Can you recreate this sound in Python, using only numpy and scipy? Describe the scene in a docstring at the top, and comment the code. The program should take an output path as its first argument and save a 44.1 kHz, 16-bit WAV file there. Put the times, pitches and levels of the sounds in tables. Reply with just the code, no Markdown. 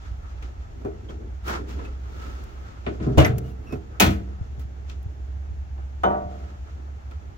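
"""Outdoors, a hand feels under the edge of a steel car hood, works the latch and lifts the hood.
A distant engine drones over faint traffic hiss and low wind rumble. Fingers rub the metal, and low
thumps come through the hand and microphone. Each knock rings the big panel: a few clear tones over a
wash of crowded ones. Small latch parts ping when struck, and the latch squeaks as it sticks and slips."""
import sys
import numpy as np
from scipy import signal
from scipy.io import wavfile

SR = 44100
rng = np.random.default_rng(int(sys.argv[2]) if len(sys.argv) > 2 else 0)


def generate_wav(sig):
    """Save sig (samples, or channels by samples) to the path in sys.argv[1] as 16-bit PCM at SR."""
    pcm = np.round(np.clip(np.atleast_2d(sig).T, -1, 1) * 32767).astype(np.int16)
    wavfile.write(sys.argv[1], SR, pcm)


N = 325017
HOOD_FREE_S = 3.9   # the latch holds the hood until then; once free, it rings differently

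# Knocks on latch and hood; weaker bursts just after the loud ones briefly hold the ringing level.
# start_s, thud_db, thud_octaves (above 100 Hz), click_db, click_treble_db, left_over_right_db, ring_factor
KNOCKS = [(0.425, -56, 1.4, -40.5, -19, 5, 0.33), (0.848, -25.5, 2, -48, -15, 1, 0.62),
          (1.091, -39.5, 1.8, -56, -11, 4.5, 1.06), (1.687, -56, 2.4, -49, -7, 4, 0.34),
          (1.79, -40, 3.3, -43, -25, 0, 0.63), (1.848, -52, 5.9, -43, -21, 1, .5),
          (2.439, -60, 1.1, -51.5, -1, 10, .09), (2.864, -21.5, 2, -29, -49, 1, 0.66),
          (2.999, -24.5, 1.18, -47, -43, 2, 1.07), (3.063, -19.5, 1.22, -68, -19, 0.5, 1.57),
          (3.174, -11, 1.9, -30, -14, 4, 0.64), (3.18, -11, 2.37, -18, -14, 2.5, 0.99),
          (3.2, -23.5, 1.9, -24, -36, -2, 0.88), (3.247, -25, 4.5, -31, -10, 3, 0.56),
          (3.275, -22, 0.33, -48.5, -29, -3.5, 1.3), (3.382, -31, .3, -36, 1, 0, 0.17),
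          (3.415, -62, .4, -62, 2.1, 3, 0.086), (3.723, -23, 1.56, -40.5, -12, -2.5, 0.63),
          (3.9995, -14, 2.8, -8.5, -4, 2.5, 0.78), (4.019, -12, 0.94, -15, -29, 0.5, 0.97),
          (4.062, -19, 1.16, -30, -14, 3, 0.75), (4.106, -36, 0.86, -41.5, -8, 2, 1.36),
          (4.595, -50, 0.36, -49.5, -2.5, -2, 0.57), (4.897, -48.5, .3, -34.5, -22, 4.5, 0.22),
          (5.029, -64, .4, -62, 11, 2, .1), (5.779, -45.5, 2.7, -57.5, -21, 3, 0.27),
          (6.034, -19, 3.37, -39.5, -8, 2.5, 0.39), (6.049, -26.5, 3, -57, -22, -0.5, 1.55),
          (6.1, -32.5, 2.7, -60, -6, -1, 0.7), (6.139, -37.5, 2.9, -70, -12, 1, 0.79),
          (7.111, -52, 4.6, -46.5, -17, 1, .45)]
# How wide the hood sounds in stereo: pitch_hz, side_over_mid_db
HOOD_WIDTH = [(60, -5), (150, -17), (380, 0), (950, 5.5), (2380, 2.5), (5980, 0.5), (15000, 0)]


def from_db(db):
    """Turn decibels into a gain."""
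    return 10 ** (np.asarray(db) / 20)


def rms_one(x):
    """Scale a signal to an average power of 1."""
    return x / np.sqrt(np.mean(x ** 2) + 1e-20)


def in_time(rows):
    """Join timed points with straight lines, giving one curve per column."""
    times_s, *columns = np.transpose(rows)
    return [np.interp(np.arange(N) / SR, times_s, column) for column in columns]


def at_hz(points, hz):
    """Look up a value by pitch, sliding between the listed pitches."""
    pitches_hz, values = np.transpose(points)
    return np.interp(np.log(hz), np.log(pitches_hz), values)


def drift(rate_hz):
    """A smooth random wobble, about 1 in size."""
    pole = np.exp(-80 * np.pi * rate_hz / SR)
    slow = signal.lfilter([1], [1, -2 * pole, pole * pole], rng.standard_normal(N // 40 + 2002))[2000:]
    return np.interp(np.arange(N) / 40, np.arange(len(slow)), rms_one(slow))


def spread(mid, side, side_db):
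    """Make left and right from what they share (mid) and what sets them apart (side)."""
    share = from_db(side_db)
    return np.array([mid + share * side, mid - share * side])


def noise_bands():
    """Stereo noise in slices a third of an octave wide: centre_hz, width_hz, (mid, side)."""
    edges_hz = 22 * 2 ** np.arange(0, 9.8, 1 / 3)
    noise = rng.standard_normal((2, 2, N))   # neighbouring slices take different noise
    for k, (low, high) in enumerate(zip(edges_hz, edges_hz[1:])):
        band_filter = signal.butter(2, [low, high], "band", fs=SR, output="sos")
        yield np.sqrt(low * high), high - low, rms_one(signal.sosfilt(band_filter, noise[k % 2]))


def dying(t, fade_s, rise_s):
    """A quick rise, then a fall of 60 dB every fade_s."""
    return (1 - np.exp(-t / rise_s)) * from_db(-60 * t / fade_s)


def stereo_phase(hz):
    """A tone from the hood reaches the two microphones out of step: left and right shift in radians."""
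    return np.arctan(from_db(at_hz(HOOD_WIDTH, hz))) * np.array([[1], [-1]])


def engine_drone():
    """A distant engine slowly gains speed; echoes along the way make its tone lumpy."""
    # The engine's loudness: time_s, level_db
    loudness = [(0, -38), (.55, -38), (.9, -40.5), (1.5, -34.5), (2.18, -35.5), (2.42, -39), (2.7, -41.5),
                (3.0, -34), (3.7, -37.5), (4.3, -35.5), (4.7, -36), (5.45, -34), (5.67, -33), (5.8, -29.5),
                (6.14, -42), (6.3, -37), (6.8, -39), (7.26, -36), (7.37, -49)]
    start_hz, rise_hz_per_s, wander_hz = 62.25, 0.99, 0.5
    level_db, = in_time(loudness)
    hz = start_hz + rise_hz_per_s * np.arange(N) / SR + wander_hz * drift(3.42)
    phase = 2 * np.pi * np.cumsum(hz) / SR + 0.075 * drift(9)
    gain = np.sqrt(2) * from_db(level_db + 1.5 * drift(17))
    return gain * np.sin(phase + np.array([[.15], [-.15]])) * from_db([[-1.1], [1.1]])


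def traffic_and_wind():
    """Far traffic rumbles and hisses; low wind rumble on the microphone slowly dies away."""
    # The tone colour of traffic and wind: pitch_hz, relative_db
    colour = [(20, -25), (35, -15), (50, -10), (68, -3.5), (90, -12), (140, -24.5), (300, -37),
              (480, -49.5), (700, -33.5), (1050, -49.5), (1400, -45), (2600, -51.5), (5000, -59.5),
              (6500, -56.5), (8300, -86.5), (13000, -70), (16000, -81)]
    # How wide the surroundings sound in stereo: pitch_hz, side_over_mid_db
    stereo_width = [(60, -14), (150, -7.5), (380, -1.5), (950, 7), (2380, 0), (5980, 0.5), (15000, 1)]
    wind_below_hz, fade_db_per_s = 58, 1.2
    fade_db = fade_db_per_s * (N / 2 - np.arange(N)) / SR
    out = np.zeros((2, N))
    for hz, width_hz, (mid, side) in noise_bands():
        level_db = at_hz(colour, hz) - 34.5 + 0.44 * drift(20) + (hz < wind_below_hz) * fade_db
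        out += from_db(level_db) * np.sqrt(width_hz / 30) * spread(mid, side, at_hz(stereo_width, hz))
    return out


def stroke_db(peak_s, rise_s, hold_s, fall_s):
    """One sliding move: climb 24 dB over rise_s, hold at 0 dB, then drop 24 dB every fall_s."""
    t = np.arange(N) / SR - peak_s
    before = np.maximum(-t, 0) / max(rise_s, .002)
    after = np.maximum(t - hold_s, 0) / max(fall_s, .002)
    return np.maximum(-24 * (before + after), -120)


def rub_levels():
    """The hand's overall level in dB, then its low, raspy and bright parts relative to that."""
    # The hand resting and shifting on the metal: time_s, level_db, low_part_db
    resting_hand = [(0, -59, 1), (.7, -62.5, 7.5), (.95, -63, 15.5), (1.2, -65.5, 18.5), (1.42, -65.5, 6),
                    (1.65, -61, 21), (1.95, -63.5, 13.5), (2.8, -61.5, 5.5), (2.93, -54, 19),
                    (3.0, -59.5, 11), (3.05, -55.5, 8), (3.09, -53.5, 9), (3.45, -57.5, 16),
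                    (3.62, -70, 16.5), (3.9, -61, 7.5), (4.25, -62, 16), (4.5, -67, 12.5), (5.1, -69.5, 15),
                    (5.9, -69, 9.5), (6.25, -63.5, 15), (6.7, -63, 7.5), (7.37, -69.5, 13)]
    # Finger strokes: peak_s, rise_s, hold_s, fall_s, level_db, low_part_db, rasp_part_db, bright_part_db
    strokes = [(.056, 0.056, 0.0065, 0.19, -59, -2.5, -0.5, -22), (.432, 0.036, .01, 0.14, -54, 9, -2, -30),
               (1.102, 0.022, .005, .06, -49, 4, -5.5, -33),
               (1.478, 0.0399, 0.03, 0.051, -39, -1, -4, -11.5),
               (1.496, 0.0596, 0.061, 0.077, -34, .1, -9, -28),
               (1.696, .05, .02, 0.16, -50.5, -8, -0.5, -15), (1.808, 0.15, 0.06, .15, -52.5, 9, -7, -36),
               (2.224, 0.36, 0.025, 0.73, -49.5, 4.5, -4.5, -17), (2.66, .04, .02, .2, -54.5, 2, -7, -33),
               (3.031, 0.061, 0.019, .06, -48, 8, -5.5, -32), (3.446, .05, .07, 0.054, -64, 19, -10, -4),
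               (3.742, 0.27, .015, .05, -52.5, 12, -13, -17),
               (4.61, 0.036, 0.0086, .06, -59, -8, -3, -10.5),
               (4.9, 0.057, 0.019, 0.079, -57.5, 6.5, 3.5, -22),
               (5.796, .07, .02, 0.099, -60.5, 2, -15.5, -30.5),
               (6.306, 0.076, 0.19, .15, -59, -1, -6.5, -21), (7.12, .05, .01, 0.067, -55.5, 7, -18, -33)]
    rest_db, rest_low_db = in_time(resting_hand)
    parts_db = [0, rest_low_db, -7.5, -26.5]   # overall, low, rasp, bright
    power = from_db([rest_db + part_db + 3 * drift(9) for part_db in parts_db]) ** 2
    for *timing, db, low, rasp, bright in strokes:
        power += from_db(stroke_db(*timing) + db + np.array([[0], [low], [rasp], [bright]])) ** 2
    level_db = 10 * np.log10(power)
    return level_db[0], *(level_db[1:] - level_db[0])


def finger_rubbing():
    """Skin sticks and slips on the steel, making a hiss; the panel sings softly under the fingers."""
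    # The rubbing's tone colour: pitch_hz, relative_db
    colour = [(100, -30), (130, -4.5), (250, -1.5), (380, -2), (570, -12), (1000, -12), (1340, -13.5),
              (1700, -16), (2600, -18), (4800, -24), (6200, -23.5), (8300, -33), (16000, -28.5)]
    rub_db, low_db, rasp_db, bright_db = rub_levels()
    rub_db = rub_db + 0.9 * drift(90)   # sticking and slipping
    hiss = np.zeros((2, N))
    for hz, width_hz, (mid, side) in noise_bands():
        low = np.clip(np.log2(800 / hz), 0, 1)
        rasp = np.clip(np.log2(hz / 1800) * 2, 0, 1)
        bright = np.clip(np.log2(hz / 6500) * 3, 0, 1)
        tilt_db = low * (low_db - 3.5) + (rasp - bright) * (rasp_db + 4) + bright * (bright_db + 10)
        gain = from_db(rub_db + tilt_db + at_hz(colour, hz) + 8.5) * np.sqrt(width_hz / 1000)
        hiss += (hz > 110) * gain * spread(mid, side, at_hz(HOOD_WIDTH, hz))
    sing_hz, sing_width_hz = 1314, 87
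    friction = from_db(rub_db) * rng.standard_normal((2, N))
    mid, side = rms_one(signal.lfilter(*signal.iirpeak(sing_hz, sing_hz / sing_width_hz, SR), friction))
    sing_gain = from_db(-6) * np.sqrt(np.mean(from_db(rub_db) ** 2))
    return hiss + sing_gain * spread(mid, side, at_hz(HOOD_WIDTH, sing_hz))


def low_thumps():
    """Soft pushes travel through hand and microphone, each a low tone that soon dies."""
    # The thumps: start_s, relative_db, pitch_hz, cycles_to_fade
    thumps = [(0.113, -26, 74, 5.4), (3.172, -8.5, 84.1, 18), (3.2, -9, 83.3, 15.5),
              (4.411, -14.5, 84.8, 4), (4.58, -24, 97, 5.4), (4.649, -28, 110.5, 6.4),
              (5.06, -19.5, 90.8, 4.6), (5.505, -31, 83, 20), (6.258, -26, 107.4, 4.6)]
    out, t = np.zeros((2, N)), np.arange(int(.4 * SR)) / SR
    for start_s, db, hz, cycles in thumps:
        at = round(start_s * SR)
        wave = np.sin(2 * np.pi * hz * t + np.array([[0.53], [-0.53]]))   # left and right out of step
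        out[:, at:at + len(t)] += from_db(db + 7.5) * dying(t, cycles / hz, rise_s=0.45 / hz) * wave
    return out


def knock_db(hz, thud_db, thud_octaves, click_db, treble_db):
    """How strong a knock is at one pitch: the dull thud and the hard click add up."""
    click_hz, treble_hz = 3600, 11000
    from_thud, from_click = np.log2(hz / 100) - thud_octaves, np.log2(hz / click_hz)   # in octaves
    thud = thud_db + 4 * min(from_thud, 0) - max(from_thud, 0) * (8 + 2.5 * from_thud)
    treble_share = np.clip(from_click / np.log2(treble_hz / click_hz), 0, 1)
    click = click_db + 7 * min(from_click, 0) + treble_share * treble_db
    return 10 * np.log10(from_db(thud) ** 2 + from_db(click) ** 2)


def ring_scale(ring_factor, hz):
    """How much a knock stretches or shortens the ringing; high tones die sooner."""
    return max(ring_factor * at_hz([(500, 0.87), (4000, 0.67)], hz), .03)


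def hood_wash():
    """A knock cracks on first contact and rings so many crowded panel tones that they blur into noise."""
    # How long the crowded tones ring: pitch_hz, base_fade_s
    fades = [(80, 0.66), (200, 0.42), (450, 0.21), (750, 0.33), (1400, 0.35), (4000, 0.34), (12000, 0.33)]
    # Their tone colour with the hood latched and free: pitch_hz, latched_db, free_db
    colour = [(60, -7, 2), (128, 7, 2), (212, -4, 0.5), (280.4, 4, 2), (400, -5.5, -3), (630, 4.5, -0.5),
              (854, -2.5, 1.5), (1300, 3.5, -2), (2070, 3, 0.5), (3300, -6.5, -5), (5100, -9.5, -7.5),
              (5560, 2.5, 1.5), (8140, -7.5, -10.5), (14000, 0.5, -1.5)]
    latched, free = np.array(colour)[:, [0, 1]], np.array(colour)[:, [0, 2]]
    out, t = np.zeros((2, N)), np.arange(int(.8 * SR)) / SR
    for hz, _, (mid, side) in noise_bands():
        if hz <= 55:
            continue
        lagging = np.roll(mid, round(SR / hz / 4))   # near sounds reach the two microphones out of step
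        noise = spread(mid, 0.38 * lagging + 0.8 * side, at_hz(HOOD_WIDTH, hz))
        crack = (hz > 2000) * from_db(2.5) * dying(t, fade_s=0.013, rise_s=0.00021)
        for start_s, *blow, pan_db, ring_factor in KNOCKS:
            at = round(start_s * SR)
            level_db = knock_db(hz, *blow) + at_hz(free if start_s > HOOD_FREE_S else latched, hz) - 11
            fade_s = at_hz(fades, hz) * ring_scale(ring_factor, hz)
            shape = (dying(t, fade_s, rise_s=.0012 + .9 / hz) + crack)[:N - at]   # lows swell later
            gains = from_db([[level_db + pan_db / 2], [level_db - pan_db / 2]])
            out[:, at:at + len(shape)] += gains * shape * noise[:, at:at + len(shape)]
    return out


def hood_tones():
    """Each knock rings the panel's clearest tones, every one with a slightly random strength."""
    # The steel panel's own tones: pitch_hz, latched_db, free_db, base_fade_s
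    tones = [(92, -12, 4, 0.27), (131.1, 2.5, -5.5, 0.6), (197.3, -8, 3, 0.81), (244.4, 6, -7.5, 0.25),
             (320.5, 2, 1.5, 0.58), (379.6, -0.5, 6, 0.33), (401.3, 5, -19.5, 0.42), (442, -6.5, -0.5, 0.5),
             (449, -7, -6.5, 0.86), (518.7, -41, 3.5, 0.23), (592, -12, -5.5, 0.61),
             (622, -0.5, -4.5, 0.52), (686, -10.5, -2, 0.69), (735, -1, -4, 0.57), (770, -34, 5, 0.26),
             (942.4, -9, 0.5, 0.36), (1018, 14.5, -7, 0.081), (1157, -4, -0.5, 0.36),
             (1297, 1.5, 4.5, 0.35), (1480, 3, 2.5, 0.35), (1793, -19, -22.5, 0.16), (1900, -20, -9, 0.45),
             (2424, -3, -4, 0.35)]
    out, ring_time = np.zeros((2, N)), np.arange(int(1.2 * SR)) / SR
    wobbles = [drift(31) for _ in tones]   # close neighbours make each tone waver
    for start_s, thud_db, thud_octaves, click_db, treble_db, pan_db, ring_factor in KNOCKS:
        at = round(start_s * SR)
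        t = ring_time[:N - at]
        softness_db = 0.31 * min(thud_db - click_db, 24)   # soft knocks favour the clear tones
        for (hz, latched_db, free_db, base_fade_s), wobble in zip(tones, wobbles):
            tone_db = free_db - 9 if start_s > HOOD_FREE_S else latched_db - 13
            blow_db = knock_db(hz, thud_db, thud_octaves, click_db, treble_db)
            level_db = blow_db + tone_db + softness_db + 1.8 * rng.standard_normal()
            waver, shift = 0.69 * np.sqrt(hz / 600) * wobble[at:at + len(t)], stereo_phase(hz)
            wave = np.sin(2 * np.pi * hz * t + waver + shift) / np.cos(shift)
            shape = dying(t, base_fade_s * ring_scale(ring_factor, hz), rise_s=0.0056)
            gains = from_db([[level_db + pan_db / 2], [level_db - pan_db / 2]])
            out[:, at:at + len(t)] += gains * shape * wave
    return out


def latch_pings():
    """Small latch parts give a short, fluttering metal ring when struck."""
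    # The pings: start_s, pitch_hz, level_db, fade_s
    pings = [(1.087, 3240, -45.5, 0.077), (1.851, 2600, -47, 0.13), (3.18, 6700, -37, 0.046),
             (3.183, 2916, -22, 0.15), (3.247, 2024, -19.5, 0.1), (3.247, 4940, -35, 0.072),
             (3.246, 5940, -23, 0.028), (3.258, 11500, -31.5, 0.047), (3.259, 13000, -43, 0.045),
             (4.0, 2550, -16.5, .12), (4.0, 6100, -18.5, .06), (4.0, 7040, -22, 0.043),
             (4.0, 15800, -17.5, .04), (4.001, 3780, -29, 0.16), (6.035, 3040, -36, 0.19),
             (6.035, 6150, -53, 0.21), (6.036, 3570, -42.5, 0.16)]
    out, t, flutter = np.zeros((2, N)), np.arange(int(.4 * SR)) / SR, 0.67 * drift(190)
    for start_s, hz, level_db, fade_s in pings:
        at = round(start_s * SR)
        wave = np.sqrt(2) * np.sin(2 * np.pi * hz * t + flutter[at:at + len(t)] + stereo_phase(hz))
        out[:, at:at + len(t)] += from_db(level_db) * dying(t, fade_s, rise_s=0.0018) * wave
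    return out


def latch_squeak():
    """The latch sticks and slips, making a rough tone whose overtones are rougher still."""
    # The squeaks: peak_s, rise_s, hold_s, fall_s, level_db, pitch_hz
    squeaks = [(3.443, 0.028, .03, .02, -62, 2880), (3.514, .03, 0.0022, .03, -60, 2770),
               (3.673, 0.014, 0.0025, .07, -51, 2674), (3.722, 0.048, 0.021, .007, -45.5, 2560)]
    # The tones within a squeak: pitch_multiple, relative_db
    overtones = [(1, 0), (2.1, -12), (4.1, -26)]
    out, roughness = np.zeros(N), 0.54 * drift(160)
    partials = [(multiple, from_db(db + 2 * drift(110))) for multiple, db in overtones]
    for *timing, level_db, hz in squeaks:
        phase = 2 * np.pi * hz * np.arange(N) / SR + roughness
        wave = sum(gain * np.sin(multiple * phase) for multiple, gain in partials)
        out += from_db(level_db + stroke_db(*timing)) * wave
    return out


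def scene():
    """Add up all the sounds in stereo."""
    return (engine_drone() + traffic_and_wind() + finger_rubbing() + low_thumps()
            + hood_wash() + hood_tones() + latch_pings() + latch_squeak())


def record(dry):
    """Round off the loudest peaks and cut the highest treble."""
    cutoff_hz = 16400
    rounded = 1.2 * np.tanh(dry / 1.2)
    return signal.sosfilt(signal.cheby2(14, 45, cutoff_hz, fs=SR, output="sos"), rounded)


dry = scene()
out = record(dry)
generate_wav(out)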